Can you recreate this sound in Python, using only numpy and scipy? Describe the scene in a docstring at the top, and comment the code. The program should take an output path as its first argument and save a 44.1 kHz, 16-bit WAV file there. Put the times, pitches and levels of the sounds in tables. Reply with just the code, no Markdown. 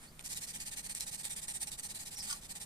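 """A small workshop rumbles softly throughout. First a folded scrap of sandpaper rustles in the fingers,
squeaks faintly and is set on a wood carving with a few ticks. Then it is rubbed to and fro, about 17
strokes a second: grit scratches, the paper hisses, the wood rings faintly, and now and then a grain
catches with a tick. Near the end the paper squeaks twice and drags over an edge; then the strokes resume."""
import sys
import numpy as np
from scipy import signal
from scipy.fft import rfft, irfft, next_fast_len
from scipy.io import wavfile

SR = 44100
rng = np.random.default_rng(int(sys.argv[2]) if len(sys.argv) > 2 else 0)


def pcm_store(signal):
    """Save signal as 16-bit PCM."""
    levels = np.round(np.clip(np.atleast_2d(signal), -1, 1) * 32767)
    wavfile.write(sys.argv[1], SR, levels.astype(np.int16).T)


N = 116865
T = np.arange(N) / SR


def from_db(db):
    """Turn decibels into a number to multiply by (a gain)."""
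    return 10 ** (np.asarray(db) / 20)


def rms_one(x):
    """Scale a signal so that its average power is 1."""
    return x / np.sqrt(np.mean(x ** 2) + 1e-20)


def per_bin(points):
    """Spread a (frequency, value) table over all the frequencies that the filters use."""
    hz, value = np.transpose(points)
    grid_hz = np.linspace(1e-3, SR / 2, next_fast_len(N) + 1)
    return np.interp(np.log(grid_hz), np.log(hz), value)


def filtered(x, gain):
    """Turn each frequency up or down, with no ringing ahead of the sound (minimum phase)."""
    size = 2 * (len(gain) - 1)
    cepstrum = irfft(np.log(gain + 1e-6))
    cepstrum[1:size // 2] *= 2
    cepstrum[size // 2 + 1:] = 0
    return irfft(rfft(x, size) * np.exp(rfft(cepstrum)))[..., :N]


def coloured(x, spectrum):
    """Give white noise a tone colour and keep its power."""
    return filtered(x, rms_one(from_db(per_bin(spectrum))))


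def resonance(x, hz, width_hz):
    """Make white noise ring at one pitch and keep its power; narrower rings longer."""
    r = np.exp(-np.pi * width_hz / SR)
    feedback = [1, -2 * r * np.cos(2 * np.pi * hz / SR), r * r]
    return signal.lfilter(np.sqrt((1 - r * r) / 2) * np.array([1, 0, -1]), feedback, x)


def two_ears(noises, likeness):
    """Mix three noises into left and right: the first is shared, then one for each side."""
    alike = np.clip(per_bin(likeness), .01, .99)
    return filtered(noises[0], np.sqrt(alike)) + filtered(noises[1:], np.sqrt(1 - alike))


def drift(rate_hz):
    """A smooth random wobble, typically about 1 in size."""
    r = np.exp(-2 * np.pi * rate_hz / SR)
    smooth = signal.lfilter([1], [1, -2 * r, r * r], rng.standard_normal(N + SR))
    return rms_one(smooth[SR:])


def level_curve(rows):
    """A gain that follows (time, level) points and is zero outside them."""
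    s, db = np.transpose(rows)
    return np.where((T >= s[0]) & (T <= s[-1]), from_db(np.interp(T, s, db)), 0)


# Tone colour of the rumble: (frequency [Hz], relative level [dB])
RUMBLE_COLOUR = [(33, 0), (70, -4.5), (115, -7), (160, -2), (215, -6.5), (330, -16), (850, -19),
                 (1400, -21), (1850, -24), (2800, -29), (14000, -27)]
# How alike the rumble is in both ears: (frequency [Hz], likeness [0 to 1])
RUMBLE_LIKENESS = [(30, 0.88), (160, 1), (400, 0.84), (900, 0.39), (2000, 0.43)]
def rumble(level_db=-56.5):
    """The workshop's background: soft, steady, low noise."""
    noise = two_ears(rng.standard_normal((3, N)), RUMBLE_LIKENESS)
    return from_db(level_db) * coloured(noise, RUMBLE_COLOUR)


# How firmly the paper slides before the first stroke: (time [s], level [dB])
RUSTLE_TOUCH = [(0, -62), (.045, -53.5), (.09, -68), (.19, -63.5), (.21, -49.5), (.218, -69), (.235, -68)]
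# Tone colour of the rustle: (frequency [Hz], relative level [dB])
RUSTLE_COLOUR = [(2500, -5), (6000, -7.5), (9000, 3.5), (12500, -18)]
def rustle(wood_db=-9):
    """The loose paper slides in the fingers and brushes the wood."""
    touch = level_curve(RUSTLE_TOUCH)
    return coloured(grit() * touch, RUSTLE_COLOUR) + from_db(wood_db) * wood(grit() * touch)


COARSE_PER_S, COARSE_SPREAD_DB = 4000, 1.5  # coarse grit hits less often
# How alike the grit is in both ears: (frequency [Hz], likeness [0 to 1])
GRIT_LIKENESS = [(600, 0.25), (2300, 0.17), (2680, 1), (2950, 0.82), (3500, 0.27), (6000, 0.37),
                 (12000, 0.11)]
def grit(per_s=22000, spread_db=2):
    """Grains of sand make a dense stream of tiny hits of uneven size."""
    hit = rng.random(N) < per_s / SR
    size = from_db(spread_db * np.minimum(rng.exponential(1, N), 5))
    return rms_one(two_ears(hit * size * rng.standard_normal((3, N)), GRIT_LIKENESS))


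# Tone colour of scraped wood: (frequency [Hz], relative level [dB])
WOOD_COLOUR = [(600, -8.5), (1500, -15), (2100, 6), (3300, 1), (8000, -10.5)]
# Notes at which the wood rings: (pitch [Hz], width [Hz], relative level [dB])
WOOD_NOTES = [(1890, 170, -5), (2450, 110, -17)]
# The hollow note grows as the hand moves in: (time [s], relative level [dB])
HOLLOW_GROWTH = [(1.0, -12), (1.5, -6.5)]
def wood(drive):
    """The carving answers a scrape or knock with a broad rasp, two rings and a low hollow note."""
    s, hollow_db = np.transpose(HOLLOW_GROWTH)
    hollow = resonance(drive * from_db(np.interp(T, s, hollow_db)), hz=818, width_hz=90)
    rings = sum(from_db(db) * resonance(drive, hz, width) for hz, width, db in WOOD_NOTES)
    return coloured(drive, WOOD_COLOUR) + hollow + rings


# Squeaks: (start [s], length [s], first pitch [Hz], last pitch [Hz], level [dB], wobble [share of pitch])
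SQUEAKS = [(0.06, 0.057, 4100, 5050, -62, .035), (2.153, 0.0357, 5750, 5390, -45.5, .05),
           (2.184, 0.0443, 5520, 5090, -41.5, .055)]
def squeaks(wobble_hz=600, flicker_db=3.0):
    """The paper sticks and slips so fast that it whistles, with an unsteady gliding pitch."""
    out, wobble = np.zeros(N), drift(wobble_hz)
    for start, length, start_hz, end_hz, db, unsteady in SQUEAKS:
        progress = np.clip((T - start) / length, 0, 1)
        hz = (start_hz + (end_hz - start_hz) * progress) * (1 + unsteady * wobble)
        swell = from_db(db) * np.sin(np.pi * progress)
        out += swell * np.sin(2 * np.pi * np.cumsum(hz) / SR)
    return out * from_db(flicker_db * drift(wobble_hz))


# Bright tone colour of a tick: (frequency [Hz], relative level [dB])
TICK_COLOUR = [(2000, -17), (5000, -5), (8000, 1), (14000, -6)]
# The paper is set down or grit catches: (time [s], level [dB], knock compared with the tick [dB])
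TICKS = [(0.1936, -37, -1), (0.2263, -44, -14), (0.2603, -34, -14), (0.2785, -36, -17), (0.347, -35, -16),
         (.3733, -28, -25), (0.9502, -28, -24), (1.0076, -24.5, -32), (1.2533, -28, -20),
         (1.7969, -32, -16)]
def ticks(decay_s=.0006):
    """The paper lands or a caught grain lets go: a sharp crack that also knocks the wood."""
    cracks, knocks = np.zeros((2, N))
    for s, db, knock_db in TICKS:
        crack = from_db(db) * (T >= s) * np.exp(-abs(T - s) / decay_s)
        cracks += crack
        knocks += crack * from_db(knock_db)
    noise = two_ears(rng.choice([-1, 1], (3, N)), GRIT_LIKENESS)
    _, _, fold_gain = along_hand()
    snap = noise * cracks
    return coloured(snap, TICK_COLOUR) + fold_ring(snap * fold_gain) + wood(noise * knocks)


# Moments when clinging paper breaks loose: (time [s])
RELEASES = [0.601, .771, 0.891, 0.946, 1.066, 1.362, 1.481, 1.671, 1.716, 1.787, 1.833, 1.947, 2.168, 2.553]
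# Each stroke lasts until the next:
# (start [s], level [dB], fastest moment [share of the stroke], sharpness of the peak [exponent])
STROKES = [ (0.235, -39, 0.43, 0.98), (0.287, -36.5, 0.82, 0.6), (0.341, -37.5, 0.54, 1.64),
           (0.401, -38, 0.52, 1.2), (0.464, -41, 0.46, 0.61), (.526, -39, 0.54, 0.97),
           (0.582, -40, 0.38, 0.6), (.645, -40, 0.51, 1.35), (.705, -41, 0.43, 1.1),
           (0.755, -37.5, 0.18, 1.16), (0.823, -42, 1, 0.85), (0.876, -39.5, 0.5, 1.16),
           (0.94, -40.5, 0.64, 0.51), (0.99, -38.5, 0.31, 1.04), (1.054, -39.5, 0.38, 0.56),
           (1.106, -39, 0.56, 1), (1.168, -42, 0.63, 1.02), (1.228, -39, 0.43, 0.81),
           (1.29, -40, 0.35, 0.91), (1.352, -40, 0.34, 0.54), (1.407, -42, 0.44, 1.5),
           (1.47, -39.5, 0.22, 0.48), (1.527, -41, 0.48, 1.3), (1.589, -37, 0.64, 2.25),
           (1.653, -40.5, 0.45, 1.2), (1.705, -39, 0.16, 1.16), (1.768, -37, 0.32, 2.3),
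           (1.82, -39, 0.38, 0.42), (1.876, -39.5, 0.53, 2.3), (1.937, -40, 0.26, 0.54),
           (1.986, -42, 0.23, 0.52), (2.044, -41.5, 0.45, 1.6), (2.105, -43.5, 0.65, 0.4),
           (2.161, -40.5, 0.49, 1), (2.215, -40.5, 0.66, 0.45), (2.265, -40, 1, 0.24),
           (2.324, -46, 0.16, 0.65), (2.407, -48, 0.74, 0.6), (2.473, -40, 0.7, 2.5),
           (2.535, -42, 0.4, 1.35), (2.594, -42.5, 0.48, 1.07)]
def friction(cling_s=.016, cling_db=-8):
    """Rubbing follows the hand's speed, which is zero at every turn; clinging paper holds it back."""
    gain = np.zeros(N)
    for (_, db, fastest, sharpness), span in zip(STROKES, stroke_spans()):
        progress = np.linspace(0, 1, span.stop - span.start)
        travel = np.interp(progress, [0, np.clip(fastest, .1, .9), 1], [0, .5, 1])
        gain[span] = from_db(db) * np.sin(np.pi * travel) ** sharpness
    for s in RELEASES:
        gain[(T > s - cling_s) & (T < s)] *= from_db(cling_db)
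    return gain


def stroke_spans(last_turn_s=2.65):
    """The samples that each stroke covers."""
    turns_s = np.array([row[0] for row in STROKES] + [last_turn_s])
    turns = (turns_s * SR).astype(int)
    return [slice(start, min(end, N)) for start, end in zip(turns, turns[1:])]


# Tone colour of the paper's hiss: (frequency [Hz], relative level [dB])
HISS_COLOUR = [(1500, -20.5), (2800, -6), (3600, -10), (6300, -5.5), (7300, -0.5), (8300, 0.5),
               (9300, -2.5), (11000, -4.5), (14200, -11)]
def sanding(hiss_db=-5.5, chatter_db=.9, chatter_hz=140):
    """Grit makes the paper and wood hiss and ring; the paper's uneven grip makes the level flutter."""
    _, wood_gain, fold_gain = along_hand()
    rub = friction() * from_db(chatter_db * drift(chatter_hz))
    hiss = from_db(hiss_db) * coloured(grit() * rub, HISS_COLOUR)
    rasp = contact_ring(grit(COARSE_PER_S, COARSE_SPREAD_DB) * rub)
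    return hiss + rasp + fold_ring(grit() * rub * fold_gain) + wood(grit() * rub * wood_gain)


# The hand works along the carving's hollow:
# (time [s], left minus right [dB], relative wood level [dB], relative level of the fold's ring [dB])
HAND_PATH = [(.25, -1, -19.5, -13.5), (.75, 0.5, -13, -7), (1.05, -1.5, -16.5, -7), (1.4, -0.2, -15, -5.5),
             (1.6, -1, -14, -1), (1.72, -0.5, -18.5, -9.5), (2.6, 0, -13.5, -6.5)]
def along_hand():
    """Three gains that change as the hand moves: left over right, the wood and the paper's fold."""
    s, *columns = np.transpose(HAND_PATH)
    return [from_db(np.interp(T, s, column)) for column in columns]


def contact_ring(drive, spots=3, low_hz=3500, high_hz=7600, level_db=-14.8):
    """Each stroke presses new spots of paper on the wood; they ring at a low, middle and high pitch."""
    out = np.zeros((2, N))
    for span in stroke_spans():
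        for k in range(spots):
            hz = low_hz * (high_hz / low_hz) ** ((k + rng.random()) / spots)
            out[:, span] += (-1) ** k * resonance(drive[:, span], hz, width_hz=310)
    return from_db(level_db) * out


# Notes at which the paper's fold rings: (pitch [Hz], relative level [dB])
FOLD_NOTES = [(8250, -2.5), (8830, -3.5)]
def fold_ring(drive, retune_share=.025):
    """The folded paper bends differently in each stroke, so its notes shift a little."""
    out = np.zeros((2, N))
    for span in stroke_spans():
        for hz, db in FOLD_NOTES:
            retuned_hz = hz * (1 + retune_share * rng.standard_normal())
            out[:, span] += from_db(db) * resonance(drive[:, span], retuned_hz, width_hz=420)
    return out


# How hard the paper drags over the edge: (time [s], level [dB])
DRAG_FORCE = [(2.24, -62), (2.297, -45), (2.333, -46), (2.38, -77)]
# Hard catches on the way: (time [s], level [dB])
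CATCHES = [(2.302, -39.5), (2.3115, -38.5), (2.329, -34.5)]
# Notes at which the edge rings: (pitch [Hz], relative level [dB])
EDGE_NOTES = [(1170, -12.5), (1410, -14.5), (3190, -13), (4680, -9), (5200, -10), (6220, -10), (8180, -7)]
def edge_drag(catch_s=.003, pitch_over_width=24, hiss_db=-6, bass_cut_hz=950):
    """Coarse grit drags over a thin edge, catches on it and sets it ringing, without bass."""
    catches = sum(from_db(db) * np.exp(-abs(T - s) / catch_s) for s, db in CATCHES)
    force = level_curve(DRAG_FORCE) + catches
    drive = grit(COARSE_PER_S, COARSE_SPREAD_DB) * force
    ring = sum(from_db(db) * resonance(drive, hz, hz / pitch_over_width) for hz, db in EDGE_NOTES)
    hiss = from_db(hiss_db) * coloured(grit() * force, HISS_COLOUR)
    bass_cut = signal.butter(4, bass_cut_hz, "high", fs=SR, output="sos")
    return signal.sosfilt(bass_cut, ring + hiss)


# How the two sides compare: (frequency [Hz], left minus right [dB])
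BALANCE = [(1900, -2), (2750, 2), (5500, -1.5), (6800, -1.5), (8200, -4.5), (10000, 0.5), (13000, 1.5)]
def at_ears(x, left_lag_s=.000204):
    """The hand is to the right, so the left is later and mostly softer; the balance moves with it."""
    half_db = per_bin(BALANCE) / 2
    delay = np.zeros(round(left_lag_s * SR))
    left = np.concatenate([delay, filtered(x[0], from_db(half_db))])[:N]
    right = filtered(x[1], from_db(-half_db))
    pan = np.sqrt(along_hand()[0])
    return np.array([left * pan, right / pan])


def room_echo(x, fade_s=.069, level_db=-9):
    """The small room adds a short blur of echoes, different on each side."""
    t = T[:SR // 2]
    tail = rng.standard_normal((2, len(t))) * from_db(-60 * t / fade_s) * (t > .002)
    tail /= np.sqrt(np.sum(tail ** 2, axis=1, keepdims=True))
    return from_db(level_db) * signal.fftconvolve(x, tail, axes=1)[:, :N]


def scene():
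    """The hand's work, its echo and the workshop's rumble."""
    work = at_ears(rustle() + squeaks() + ticks() + sanding() + edge_drag())
    return work + room_echo(work) + rumble()


def record(dry, cutoff_hz=14250):
    """The highest treble is cut off steeply."""
    return signal.sosfilt(signal.ellip(10, .2, 75, cutoff_hz, fs=SR, output="sos"), dry)


dry = scene()
out = record(dry)
pcm_store(out)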